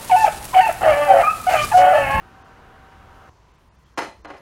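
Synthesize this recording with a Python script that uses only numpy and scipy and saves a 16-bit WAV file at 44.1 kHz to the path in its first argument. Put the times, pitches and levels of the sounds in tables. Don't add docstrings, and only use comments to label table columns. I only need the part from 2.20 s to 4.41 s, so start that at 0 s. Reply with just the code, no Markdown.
import sys
import numpy as np
from scipy import signal
from scipy.fft import rfft, irfft
from scipy.io import wavfile
from scipy.ndimage import uniform_filter1d

SR = 44100
rng = np.random.default_rng(int(sys.argv[2]) if len(sys.argv) > 2 else 0)


def generate_wav(sig):
    pcm = np.round(np.clip(np.atleast_2d(sig).T, -1, 1) * 32767).astype(np.int16)
    wavfile.write(sys.argv[1], SR, pcm)


def level_to_linear(level):
    exponent = np.asarray(level, float) / 20
    return 10 ** exponent


N = 97549


def curve(table, hz):
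    points = np.array(table)
    return np.interp(np.log(np.maximum(hz, 1)), np.log(points[:, 0]), points[:, 1])


def level(x, db):
    return x * level_to_linear(db) / np.sqrt(np.mean(x ** 2))


def unit_energy(x):
    return x / np.sqrt(np.sum(x ** 2))


def colour(x, spectrum, bumps=()):
    hz = np.arange(len(x) // 2 + 1) * SR / len(x)
    db = curve(spectrum, hz)
    for centre_hz, width_hz, gain_db in bumps:
        db = db + gain_db / (1 + ((hz - centre_hz) / (width_hz / 2)) ** 2)
    return irfft(rfft(x) * level_to_linear(db), len(x))


def walk(rate_hz):
    hold = int(SR / rate_hz)
    steps = np.repeat(rng.standard_normal(N // hold + 1), hold)
    smooth = uniform_filter1d(uniform_filter1d(steps, hold), hold)
    return 1.087 * smooth[:N]


def airy(spectrum, bumps, flicker_db):
    spec = rfft(colour(rng.standard_normal(N), spectrum, bumps))
    hz = np.arange(N // 2 + 1) * SR / N
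    octave = np.floor(np.log2(np.maximum(hz, 32) / 32))
    return sum(irfft(spec * (octave == k), N) * level_to_linear(flicker_db * walk(7.6)) for k in range(10))


def flatten(x, width_hz):
    spec = rfft(x)
    bins = max(int(width_hz * len(x) / SR), 1)
    power = uniform_filter1d(np.abs(spec) ** 2, bins)
    y = irfft(spec / np.sqrt(power + 1e-12), len(x))
    y[len(x) * 3 // 4:] = 0
    return unit_energy(y)


def click(spectrum, n):
    cepstrum = irfft(curve(spectrum, np.arange(n // 2 + 1) * SR / n) * np.log(10) / 20, n)
    cepstrum[1:n // 2] *= 2
    cepstrum[n // 2 + 1:] = 0
    return irfft(np.exp(rfft(cepstrum)), n)


def room(t):
    # frequency in Hz, density in dB per Hz.
    room_spectrum = [(15, -27), (25, -11), (64, -2), (114, -8.5), (270, -17.5), (354, -16.5), (384, -18.5),
                     (988, -21), (16000, -50.5)]
    # centre in Hz, width in Hz, gain in dB.
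    room_bumps = [(997, 224, 7), (3080, 100, 1.5), (75.4, 42, 1), (6060, 790, 3.5)]
    air = level(airy(room_spectrum, room_bumps, flicker_db=2.3), -53.5)
    hum = level_to_linear(-62 + 0.89 * walk(2.6)) * np.sin(2 * np.pi * 61 * t)
    return air + hum


def machine(t):
    # frequency in Hz, density in dB per Hz.
    hiss_spectrum = [(15, -25), (25, 4.5), (76, -0.5), (560, -10), (775, -10.5), (840, -12), (1560, -16.5),
                     (1740, -15.5), (16000, -43)]
    # centre in Hz, width in Hz, gain in dB.
    housing = [(950, 68, 5.5), (1320, 840, 11), (2860, 550, 3.5)]
    # frequency in Hz, level in dB.
    whine_tones = [(772.3, -57), (1545, -62), (3290, -84), (951, -67.5), (3270, -85), (2920, -76.5)]
    off_s, fade_s = 1.0965, 0.00075

    whine = np.zeros(N)
    for hz, db in whine_tones:
        loudness = np.sqrt(2) * level_to_linear(db + walk(12.6))
        unsteady_hz = hz * (1 + 0.00129 * walk(6.52))
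        whine += loudness * np.sin(2 * np.pi * np.cumsum(unsteady_hz) / SR)
    hiss = level(airy(hiss_spectrum, housing, flicker_db=0.6), -49)
    return (hiss + whine) * np.clip((off_s - t) / fade_s, 0, 1)


def squeaks(t):
    # start in seconds, length in seconds, pitch in Hz, level in dB.
    rubs = [
        (1.637, 0.075, 3230, -69.5),
        (2.169, 0.058, 11100, -73.5),
        (2.174, .015, 5100, -66),
    ]
    out = np.zeros(N)
    for start, length, hz, db in rubs:
        whistle = signal.lfilter(*signal.iirpeak(hz, 25.5, fs=SR), rng.standard_normal(N))
        swell = np.sin(np.pi * np.clip((t - start) / length, 0, 1))
        out += level_to_linear(db) * swell * level(whistle, 0)
    return out


def plates():
    # start in seconds, level in dB, hardness from 0 to 1,
    # chatter length in seconds, ring against crack in dB.
    contacts = [(1.7746, -26.5, 0.6, 0.0011, -3), (1.778, -17.5, 1, .004, -3),
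                (1.7857, -19, 1, 0.0053, -0.5), (1.807, -27, 0, 0.0016, -7), (1.82, -25, .6, 0.0023, -11),
                (1.829, -28.5, 1, 0.0046, -8), (1.846, -30.5, 0.85, 0.003, -16),
                (1.874, -40, .95, 0.0083, -15), (2.0471, -34.5, 0.43, 0.0022, -6.5),
                (2.051, -27.5, 0.02, 0.0048, -14), (2.065, -37.5, 0, 0.013, 3),
                (2.085, -35, 0.22, 0.015, -4.5), (2.101, -27.5, 0.14, 0.0061, -4),
                (2.137, -34.5, 0.25, 0.0098, -28), (2.163, -39.5, 0.7, 0.011, -16)]
    # frequency in Hz, level in dB, t60 in seconds.
    modes = [(299, -3.5, 0.059), (415, -4, 0.077), (603, -3.5, 0.072), (918, -0.5, 0.08), (964, -6, 0.076),
             (1080, -5, 0.035), (1320, -8, 0.022), (1620, -6, 0.033), (2026, -5.5, 0.052),
             (3000, -32, 0.084), (4170, -4.5, 0.021), (5141, -8, 0.017), (6270, -9.5, 0.014),
             (9410, -20, 0.1)]
    # frequency in Hz, density in dB per Hz.
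    crack_spectrum = [(100, -17), (290, 2), (900, 3), (1500, -0.5), (3050, -8.5), (3500, -14.5),
                      (6800, -18), (15000, -29)]
    soft_hz, hard_hz = 1470, 13800

    n = SR // 4
    t = np.arange(n) / SR
    crack = unit_energy(click(crack_spectrum, n))
    out = np.zeros(N + SR)
    for start, db, hardness, length, ring_db in contacts:
        chatter = rng.standard_normal(n) * np.sqrt(t / length) * np.exp(-t / length)
        push = flatten(chatter, 2 / length)
        ring = np.zeros(n)
        for hz, mode_db, t60 in modes:
            spread_db, detune = 2 * rng.standard_normal(), rng.standard_normal() / 100
            decay = np.exp(-np.log(1000) * t / t60)
            ring += level_to_linear(mode_db + spread_db) * decay * np.sin(2 * np.pi * hz * (1 + detune) * t)
        body = level_to_linear(ring_db) * unit_energy(ring) + crack
        edge_hz = soft_hz * (hard_hz / soft_hz) ** np.clip(hardness, 0, 1)
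        hit = signal.fftconvolve(push, body)[:n]
        hit = signal.lfilter(*signal.butter(1, edge_hz, fs=SR), hit)
        i = int(start * SR)
        out[i:i + n] += hit * level_to_linear(db) * 10
    band = signal.butter(2, [181, 14000], "bandpass", fs=SR, output="sos")
    return signal.sosfilt(band, out[:N])


def garage(x):
    # frequency in Hz, t60 in seconds.
    echo_t60 = [(125, 0.57), (300, 0.31), (900, 0.26), (2000, 0.28), (5000, 0.31), (10000, 0.3),
                (15000, 0.25)]
    echo_db, rise_s = -2.5, 0.0034

    n = SR // 2
    t, hz = np.arange(n) / SR, np.arange(n // 2 + 1) * SR / n
    spec = rfft(rng.standard_normal(n))
    half_octave = np.floor(2 * np.log2(np.maximum(hz, 64) / 64))
    tail = np.zeros(n)
    for k in range(17):
        t60 = curve(echo_t60, 64 * 2 ** (k / 2 + 0.31))
        tail += irfft(spec * (half_octave == k), n) * 10 ** (-3 * t / t60)
    tail *= 1 - np.exp(-t / rise_s)
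    return x + level_to_linear(echo_db) * signal.fftconvolve(x, flatten(tail, 45))[:N]


def treble_gaps(x):
    # start in seconds, length in seconds, thinned above in Hz, empty above in Hz.
    gaps = [(.225, .022, 4000, 8000), (1.32, .02, 4000, 10000), (1.36, .025, 4000, 9500),
            (1.484, .038, 3000, 9000), (1.507, .04, 2200, 10000), (1.556, .035, 2000, 10500),
            (1.638, .022, 5000, 8000), (1.744, .024, 2500, 7000), (1.804, .026, 4200, 12000),
            (1.915, .022, 5000, 10500), (2.018, .026, 2500, 7000), (2.058, .02, 4000, 7000)]
    out = x.copy()
    for start, length, thin_hz, empty_hz in gaps:
        i, n = int(start * SR), int(length * SR)
        window = np.sqrt(signal.windows.tukey(n, 0.7))
        spec, hz = rfft(x[i:i + n] * window), np.arange(n // 2 + 1) * SR / n
        mag = np.abs(spec)
        threshold = (1.15 + 0.9 * hz / empty_hz) * uniform_filter1d(mag, size=15)
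        strong = (mag > threshold) & (hz < empty_hz)
        change = (hz > thin_hz) * (strong * level_to_linear(5) - 1)
        out[i:i + n] += window * irfft(spec * change, n)
    return out


def scene():
    t = np.arange(N) / SR
    return (room(t) + machine(t) + squeaks(t) + garage(plates()))[None]


def top_cut(x):
    return signal.sosfilt(signal.butter(12, 16150, fs=SR, output="sos"), x)


def record(dry):
    port_dip = (7820, 145, -9.5)
    mic = colour(dry[0], [(10, 0), (20000, 0)], [port_dip])
    mic = signal.sosfilt(signal.ellip(8, 0.2, 70, 15750, fs=SR, output="sos"), mic)
    return top_cut(treble_gaps(mic)[None])


dry = scene()
out = record(dry)
generate_wav(out)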